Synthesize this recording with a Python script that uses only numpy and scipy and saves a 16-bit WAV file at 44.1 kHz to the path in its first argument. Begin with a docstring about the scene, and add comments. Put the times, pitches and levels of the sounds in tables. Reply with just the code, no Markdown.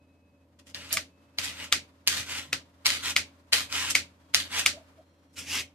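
"""Carding fur with two wire-pin brushes

Two brushes card a tuft of fur in a small wooden room, over a low hum, with faint handling and cloth.
In each stroke they clack, the pins scrape in, are drawn back through the fur and let go with a snap;
a last stroke glides. Scrapes are random pin flicks, clacks and snaps are short noise forces, each
passed through a resonant colour; tones are wavering sines, and rustle and air are coloured noise."""
import sys
import numpy as np
from scipy import signal
from scipy.fft import rfft, irfft
from scipy.io import wavfile
from scipy.ndimage import uniform_filter1d

SR = 44100
rng = np.random.default_rng(int(sys.argv[2]) if len(sys.argv) > 2 else 0)


def bounce(signal):
    """Save signal as a 16-bit WAV file at the path given by the first command-line argument."""
    frames = np.transpose(np.atleast_2d(signal))
    limited = np.clip(frames, -1, 1)
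    pcm = np.round(limited * 32767).astype(np.int16)
    wavfile.write(sys.argv[1], SR, pcm)


N = 253134
TIME = np.arange(N) / SR  # s

# All table levels are relative: colours, stroke levels and the microphones act on them later.
# Pins push into each other: (start t/s, length t/s, level/dB, sag over length/dB, treble/dB,
# share of bare tips)
PUSHES = [(0.918, 0.029, -28.5, 18, 4.5, 0.31), (1.371, 0.1, -36.5, -3, -5, 0.11),
          (2.062, 0.12, -29, 2.5, -4.5, .1), (2.845, 0.11, -24, 8.5, -6.5, 0.82),
          (3.518, 0.09, -21, 15.5, -4, 0.47), (4.332, 0.11, -26, 16.5, -5.5, 0.94)]
# Pins are drawn back through the fur: (start t/s, swell t/s, hold t/s, release t/s, level/dB,
# treble/dB, treble flare/dB)
PULLS = [(0.738, 0.021, 0.14, 0.14, -42, -7, 8), (1.485, .115, 0.049, 0.22, -38.5, -6.5, 5),
         (2.236, 0.07, 0.078, .33, -34, -5, 1.5), (3.004, .052, .055, 0.096, -30.5, -4, 2),
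         (3.683, .07, .155, .11, -30, -5, 5), (4.486, 0.09, 0.021, 0.2, -27.5, -5.5, 6.5)]
# The last, gliding stroke meets the pins, then lifts the fur off them: (columns as in PULLS)
LIFTS = [(5.352, .024, 0.016, 0.42, -40, -1, 4.5), (5.447, 0.092, 0.064, 0.099, -33, -2.5, 0.5)]
# A few pins graze in passing: (centre t/s, length t/s, level/dB, treble/dB)
GRAZES = [(0.596, .012, -47, -2), (0.673, 0.02, -47, 0), (0.702, .03, -50.5, -1.5), (0.749, 0.012, -39, -8),
          (0.915, 0.018, -31, -14.5), (1.446, .022, -40.5, 3), (3.908, .022, -30.5, 5),
          (5.343, 0.027, -57.5, 4.5)]
# Brushes meet, or a pin catches: (t/s, level/dB, length t/ms, tilt/dB per octave above 1 kHz,
# ring of the plastic back/dB)
CLACKS = [(0.7469, -28.5, 0.25, -1, -2.5), (0.9288, -14, 1, 13.5, 7), (1.3866, -20, 0.93, 0, 1.5),
          (2.0755, -13.5, 0.47, 4, -1), (2.0810, -18, .3, 1.5, -0.5), (2.8588, -18, .27, -0.5, 7),
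          (2.8610, -23, 0.32, 1.5, 0.5), (2.8662, -13.5, 0.32, 4, -1.5), (2.9040, -22.5, 0.13, 0, -5),
          (3.5286, -18.5, 0.58, -4, -3.5), (3.5329, -12.5, 0.53, 2, -1), (3.7265, -27.5, 0.2, 3, 5),
          (4.3465, -10.5, .4, 1.5, -1.5)]
# The last pins let go: (columns as in CLACKS)
SNAPS = [(0.9713, -20.5, 1, -2, -3), (1.7261, -13, .5, -1, -1), (2.5305, -19, .9, -2.5, -5.5),
         (3.1650, -13.5, .5, -1, 1), (3.9530, -12.5, 0.93, -0.5, 1.5), (4.6623, -12, .6, -0.5, -3.5)]
# Colours of the pushing, pulling and gliding pins: (f/Hz, level/dB per Hz)
PUSH_COLOUR = [(240, -51), (400, -20.5), (557, -14), (942, -15), (1030, -5.5), (1110, -14), (1200, -4.5),
               (1370, -5.5), (1570, -3), (1820, -3.5), (2950, -1.5), (7380, -7.5), (8570, -10),
               (13300, -17), (14500, -24)]
PULL_COLOUR = [(240, -49), (400, -14.5), (548, -19.5), (667, -15.5), (1020, -2.5), (1150, -6), (1390, 0),
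               (1690, -3), (2000, -0.5), (2950, 1.5), (5220, -5), (7950, -7), (9520, -14), (12300, -15.5),
               (14500, -24.5)]
LIFT_COLOUR = [(240, -44), (400, -17), (438, -29), (574, -35), (775, -19.5), (1000, -15.5), (1310, -16),
               (2500, -5), (4040, -11), (5980, -9), (7830, -14.5), (13700, -23.5), (14500, -32)]
# Colours of the brushes as they meet and as they let go: (f/Hz, level/dB per Hz)
CLACK_COLOUR = [(100, -36.5), (400, -31.5), (750, -20), (930, -17.5), (1250, -13.5), (1700, -14),
                (2100, -2), (3200, -6.5), (4500, -1), (6000, -9), (8000, -16.5), (10000, -20),
                (14000, -23.5)]
SNAP_COLOUR = [(40, -37.5), (150, -20.5), (550, -25), (730, -24), (1020, -26.5), (1190, -7), (1330, -10),
               (1620, -15.5), (2000, -3), (2300, 2.5), (3000, -7), (5000, -9), (7500, -12.5),
               (10000, -18.5), (14000, -22)]
# What the knocked pin bed sends out to all sides: (f/Hz, level/dB per Hz)
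SPILL_COLOUR = [(100, -30.5), (500, -19), (900, -12), (1200, -3), (1700, -4.5), (2200, -3.5), (3200, -7.5),
                (4500, -3), (7000, -8), (10000, -14.5), (14000, -20.5)]
# Level difference of the microphone pair: (f/Hz, left minus right level/dB)
SIDES = [(60, -2), (1000, -0.5), (2000, 0.5), (3800, 2), (5200, -3), (6200, 1), (8000, -5.5), (10500, -6),
         (14000, -3.5)]
# Early echoes from near surfaces: (delay t/s, left gain, right gain)
ECHOES = [(.0024, .12, 0.033), (.0059, 0.28, 0.095), (.0085, .06, .08), (0.0127, 0.056, 0.055)]
# Decay of the room: (f/Hz, time to fall by 60 dB t/s)
ROOM_DECAY = [(200, 0.47), (1000, 0.056), (2500, 0.27), (5000, 0.21), (9000, 0.2), (14000, 0.15)]
# Rustle of the apron: (t/s, level/dB)
RUSTLE = [(.55, -64.5), (1.3, -57.5), (4.2, -55.5), (4.9, -53.5), (5.2, -60)]
# Colour of the cloth: (f/Hz, level/dB per Hz)
RUSTLE_COLOUR = [(100, -0.5), (900, 6.5), (2200, -3), (4500, -7.5), (8000, -13.5), (14000, -20)]
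# Faint creaks of the brushes in the hands: (centre t/s, length t/s, f/Hz, level/dB)
CREAKS = [(0.793, 0.044, 560, -52.5), (0.964, 0.089, 646, -47), (4.758, 0.047, 585, -44.5),
          (4.779, 0.016, 660, -37), (4.817, 0.025, 670, -45), (4.998, 0.033, 650, -40)]
# Soft bumps of handling: (centre t/s, length t/s, f/Hz, level/dB)
BUMPS = [(2.183, 0.029, 150, -55), (2.203, 0.026, 108.2, -48), (2.517, 0.12, 144.6, -50.5)]
# Thin faint tones: (start t/s, end t/s, f/Hz, level/dB, fade/dB per s)
WHINES = [(0, 0.447, 2560, -67.5, 11), (0, .33, 4000, -84, 10), (0, .35, 4900, -88, 10),
          (1.08, 1.4, 2595, -70.5, -2), (1.122, 1.38, 3120, -85, 0), (4.167, 4.335, 3300, -74, -5),
          (4.22, 4.34, 4450, -81, 5.5), (4.955, 5.35, 3260, -77, 9), (4.995, 5.35, 4167, -73.5, 13),
          (5.08, 5.354, 5658, -80, -7)]
# Lines of the machine hum: (f/Hz, level/dB)
HUM = [(84.2, -52), (119, -70), (183, -66), (272, -56), (576, -63)]
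# Colour of the air of the room: (f/Hz, level/dB per Hz)
AIR_COLOUR = [(20, -17.5), (50, -8), (90, 0.5), (160, 0.5), (210, 0.5), (295, 5), (370, -7), (560, -3),
              (750, -11.5), (930, -16), (1300, -36), (2200, -29), (4000, -44.5), (14000, -43)]

PUSH_ATTACK_S, PUSH_RELEASE_S = 0.017, 0.23
BITE_S = 0.035  # bare tips ring most at this time after they meet
PULL_SAG_DB_PER_S, SWELL_POWER = 29.5, 1.2
FLARE_S = 0.0092  # half-width of the treble flare, to 1/e
FIZZ_HZ = 5000  # the scrape's treble lies above this
BACK_HZ, BACK_WIDTH_HZ = 2280, 400  # main resonance of a brush back
AIR_DB = -52.5
EDGE_HZ = 14700  # upper band limit


def scrape(strokes, colour, pins_per_s, spread_db, catch_db, lead_ms, width_ms, level_db):
    """Stick-slip friction: wire pins flick past each other at random, catching and slipping in clumps."""
    size = amp(spread_db * np.minimum(rng.exponential(1, N), 4))
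    happens = rng.random(N) < pins_per_s / SR
    flicks = size * rng.choice([-1, 1], N) * happens
    clumped = flicks * amp(catch_db * drift(160))
    pins = ring(arrive(clumped, lead_ms, width_ms), colour)
    body = unit_rms(band(pins, 0, FIZZ_HZ))
    fizz = unit_rms(band(pins, FIZZ_HZ, SR))
    tips = band(body, 2900, SR) - 0.3 * body  # more ring, less thrum
    total = np.zeros((2, N))
    for gain, treble_db, bare in strokes:
        total += gain * (body + bare * tips + amp(treble_db) * fizz)
    return amp(level_db) * total


def push(start, length, db, sag_db, treble_db, bite):
    """Damping by immersion: pins hit and quieten as they sink in. Gives gain, treble dB, bare tips."""
    depth = np.maximum(TIME - start, 0) / BITE_S
    bare = bite * depth * np.exp(1 - depth)
    gain = amp(db) * envelope(start, PUSH_ATTACK_S, length, PUSH_RELEASE_S, sag_db)
    return gain, treble_db, bare


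def pull(start, swell, hold, release, db, treble_db, flare_db):
    """Sliding friction: the rasp swells, sags, and turns bright just as the pins slip."""
    slipping = np.exp(-((TIME - start - swell - hold) / FLARE_S) ** 2)
    gain = amp(db) * envelope(start, swell, hold, release, PULL_SAG_DB_PER_S * hold)
    return gain, treble_db + flare_db * slipping, 0


def graze(centre, length, db, treble_db):
    """Passing contact: a brief touch that comes and goes evenly, as a Gaussian."""
    return amp(db) * np.exp(-(2 * (TIME - centre) / length) ** 2), treble_db, 0


def envelope(start, attack_s, hold_s, release_s, sag_db):
    """Contact pressure: it builds, sags while held, then dies by 60 dB over each release time."""
    age = TIME - start - attack_s
    rise = np.clip(1 + age / attack_s, 0, 1) ** SWELL_POWER
    sag = amp(-sag_db * np.clip(age / hold_s, 0, 1))
    release = 1e-3 ** (np.maximum(age - hold_s, 0) / release_s)
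    return rise * sag * release


def turning(x, patchy_db):
    """Moving radiator: as the brushes turn and slide, their colour shifts in narrow, slow bands."""
    spectrum = signal.stft(x, SR, nperseg=512)[2]
    patches = rng.standard_normal(spectrum.shape[1:])
    patches = uniform_filter1d(patches, size=3, axis=0)  # across frequency
    patches = unit_rms(uniform_filter1d(patches, size=9, axis=1))  # across time
    gain = unit_rms(amp(patchy_db * patches))
    return signal.istft(spectrum * gain, SR, nperseg=512)[1][:, :N]


def knocks(rows, colour, build_ms, build_db, lead_ms, width_ms, level_db, spill_db):
    """Impact excitation: scattered pins surround the bed's burst. Gives direct sound and room spill."""
    near, spill = np.zeros((2, N)), np.zeros(N)
    ms = (np.arange(2048) - 512) * 1000 / SR
    burst = np.sqrt(0.003 * SR / len(ms))  # levels refer to the rms over 3 ms
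    for s, db, length_ms, tilt_db, back_db in rows:
        start = s + ms[0] / 1000
        bed = np.exp(-0.5 * (ms / length_ms) ** 2)
        bed = bed + amp(build_db) * np.exp(-abs(ms) / build_ms)
        force = arrive(bed * rng.standard_normal(len(ms)), lead_ms, width_ms)
        lines = rfft(force)
        force = irfft(lines / abs(lines) ** 0.21)  # so many pins hardly favour a pitch
        force = force * np.exp(-(ms / 5.5) ** 2)
        struck = unit_rms(ring(force, colour, tilt_db, back_db))
        for channel, sound in enumerate(struck):
            add(near[channel], start, amp(db + level_db) * burst * sound)
        impulse = signal.unit_impulse(len(ms))
        spread = unit_rms(ring(impulse, SPILL_COLOUR, tilt_db, back_db)[0])
        add(spill, s, amp(db + spill_db) * burst * spread)
    return near, spill


def ring(x, colour, tilt_db=0, back_db=0, size=2048):
    """Minimum-phase resonance: a coloured body rings only after it is struck."""
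    hz = abs(np.fft.fftfreq(size, 1 / SR))
    back = back_db * np.exp(-((hz - BACK_HZ) / BACK_WIDTH_HZ) ** 2)
    tilt = tilt_db * np.log2(np.maximum(hz, 1000) / 1000)
    log_gain = np.log(amp(read_spectrum(colour, hz) + back + tilt))
    response = np.fft.ifft(np.exp(np.conj(signal.hilbert(log_gain)))).real
    return signal.oaconvolve(np.atleast_2d(x), response[None], axes=1)[:, :x.shape[-1]]


def arrive(flicks, lead_ms, width_ms):
    """Path difference: pins lie across the brush, so each reaches the right microphone at its own delay."""
    size = len(flicks)
    delay_ms = lead_ms + width_ms * rng.standard_normal(size)
    at = np.arange(size) + np.round(delay_ms * SR / 1000).astype(int)
    return np.array([flicks, np.bincount(at % size, flicks, size)])


def direct(x):
    """Direct path and early reflection: each microphone has its colour, and near surfaces echo it."""
    half = amp(read_spectrum(SIDES, np.fft.rfftfreq(N, 1 / SR)) / 2)
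    near = irfft(rfft(x) * np.array([half, 1 / half]), N)
    out = near.copy()
    for delay_s, *gains in ECHOES:
        for channel, gain in enumerate(gains):
            add(out[channel], delay_s, gain * near[channel])
    return out


def room(x, shared_hz, onset_s, late_db, late_t60, size=26000):
    """Reverberation: decaying noise with a faint longer tail, alike at both microphones in the bass only."""
    hz, t, noise = signal.stft(rng.standard_normal((3, size)), SR, nperseg=256)
    alike = np.exp(-(hz[:, None] / shared_hz) ** 2)
    pair = np.sqrt(1 - alike) * noise[:2] + np.sqrt(alike) * noise[2]
    decay = amp(-60 * t / read_spectrum(ROOM_DECAY, hz)[:, None])
    decay = decay + amp(late_db - 60 * t / late_t60)
    tail = signal.istft(pair * decay, SR, nperseg=256)[1]
    tail *= np.minimum(TIME[:tail.shape[1]] / onset_s, 1) ** 2
    tail /= np.linalg.norm(tail, axis=1, keepdims=True)
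    return signal.fftconvolve(x[None], tail, axes=1)[:, :N]


def rustle(flutter_db):
    """Friction noise of cloth: the apron shifts softly with the arms, as coloured noise."""
    level_db = np.interp(TIME, *np.transpose(RUSTLE)) + flutter_db * drift(25)
    return amp(level_db) * unit_rms(ring(rng.standard_normal((2, N)), RUSTLE_COLOUR))


def creaks(waver):
    """Frequency modulation: handling of the brushes gives short tones that waver together."""
    out, wobble = np.zeros(N), 1 + waver * drift(120)
    for centre, length, hz, db in CREAKS + BUMPS:
        swell = np.exp(-(2 * (TIME - centre) / length) ** 2)
        tone = np.sin(2 * np.pi * hz * np.cumsum(wobble) / SR)
        out += amp(db) * swell * unit_rms(tone)
    return out


def whines(waver, flutter_db):
    """Phase-modulated sines: faint thin tones come and go with a shared flutter."""
    out = np.zeros(N)
    for start, end, hz, db, fade in WHINES:
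        gate = 1.0 * ((TIME > start) & (TIME < end))
        sounding = uniform_filter1d(gate, size=3500)
        level = amp(db - fade * np.clip(TIME - start, 0, end - start))
        tone = np.sin(2 * np.pi * hz * TIME + waver * drift(28))
        out += level * sounding * unit_rms(tone)
    return out * amp(flutter_db * drift(22))


def hum(waver, flutter_db):
    """Line spectrum: a low machine hum whose phase wavers more in the higher lines."""
    out = np.zeros(N)
    for hz, db in HUM:
        level = amp(db + flutter_db * drift(24))
        phase = waver * hz / HUM[0][0] * drift(21)
        out += level * unit_rms(np.sin(2 * np.pi * hz * TIME + phase))
    return out


def air(apart):
    """Partly coherent noise: soft room air, mostly shared by the two microphones."""
    noise = unit_rms(ring(rng.standard_normal((3, N)), AIR_COLOUR, size=8192))
    return amp(AIR_DB) * (noise[2] + apart * noise[:2])


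def amp(db):
    """Level definition: decibels to amplitude gain."""
    return 10 ** (np.asarray(db) / 20)


def unit_rms(x):
    """Power normalisation: scales to rms 1."""
    return x / np.sqrt(np.mean(x ** 2) + 1e-20)


def read_spectrum(points, hz):
    """Interpolation: reads a tabulated spectrum on a log-frequency axis."""
    f, value = np.transpose(points)
    return np.interp(np.log(hz + 1), np.log(f + 1), value)


def add(mix, s, sound):
    """Superposition: mixes a sound in at time s."""
    part = mix[max(round(s * SR), 0):][:len(sound)]
    part += sound[:len(part)]


def band(x, lo_hz, hi_hz):
    """Zero-phase filtering: keeps one band, without delay."""
    hz = np.fft.rfftfreq(N, 1 / SR)
    return irfft(rfft(x) * ((hz >= lo_hz) & (hz < hi_hz)), N)


def drift(rate_hz):
    """Low-passed noise: slow random variation of rms 1."""
    return unit_rms(band(rng.standard_normal(N), 0, rate_hz))


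def scene():
    """Superposition: the brushes in the room, over its hum."""
    touches = [push(*row) for row in PUSHES] + [graze(*row) for row in GRAZES]
    scrapes = scrape(touches, PUSH_COLOUR, pins_per_s=3200, spread_db=3.0, catch_db=1.0,
                     lead_ms=-0.098, width_ms=0.095, level_db=-2.0)
    scrapes += scrape([pull(*row) for row in PULLS], PULL_COLOUR, pins_per_s=12000, spread_db=1.0,
                      catch_db=1.3, lead_ms=-0.078, width_ms=0.034, level_db=-0.5)
    scrapes += scrape([pull(*row) for row in LIFTS], LIFT_COLOUR, pins_per_s=7700, spread_db=-5,
                      catch_db=-1.0, lead_ms=-0.01, width_ms=0.022, level_db=0.0)
    scrapes = turning(scrapes, patchy_db=2.1)
    clacks, clack_spill = knocks(CLACKS, CLACK_COLOUR, build_ms=0.94, build_db=-17, lead_ms=-0.11,
                                 width_ms=0.019, level_db=1.0, spill_db=-6.0)
    snaps, snap_spill = knocks(SNAPS, SNAP_COLOUR, build_ms=7.0, build_db=-8.0, lead_ms=0.036,
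                               width_ms=0.015, level_db=2, spill_db=-2.5)
    spill = amp(-7.0) * scrapes[0] + clack_spill + snap_spill
    brushes = direct(scrapes + clacks + snaps)
    brushes = brushes + room(spill, shared_hz=830, onset_s=0.0042, late_db=-32, late_t60=0.37)
    handling = rustle(flutter_db=1.5) + creaks(waver=0.05)
    tones = whines(waver=0.18, flutter_db=2.3) + hum(waver=0.04, flutter_db=0.4)
    return brushes + handling + tones + air(apart=0.29)


def suppress(x, open_db, range_db, bass_db, treble_db):
    """Downward expansion: sound is turned down when the left treble falls quiet, most of all below 900 Hz."""
    power = signal.lfilter(np.ones(900) / 900, 1, band(x[0], 1000, SR) ** 2)  # mean of the last 20 ms
    treble_level_db = 10 * np.log10(abs(power) + 1e-14)
    quiet = np.clip((open_db - treble_level_db) / range_db, 0, 1)
    bass = band(x, 0, 900)
    return bass * amp(-bass_db * quiet) + (x - bass) * amp(-treble_db * quiet)


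def record(dry):
    """Transducer chain: noise suppression, the microphone's bass cut, soft overload, then the band limit."""
    sound = suppress(dry, open_db=-29.5, range_db=31.5, bass_db=14.0, treble_db=9.5)
    bass_cut = signal.butter(2, 52, "highpass", fs=SR, output="sos")
    sound = signal.sosfilt(bass_cut, sound)
    sound = sound / (1 + (sound / 0.88) ** 6) ** (1 / 6)  # bends towards 0.88
    band_limit = signal.firwin(201, EDGE_HZ, window=("kaiser", 9), fs=SR)
    return signal.oaconvolve(sound, band_limit[None], "same")


dry = scene()
out = record(dry)
bounce(out)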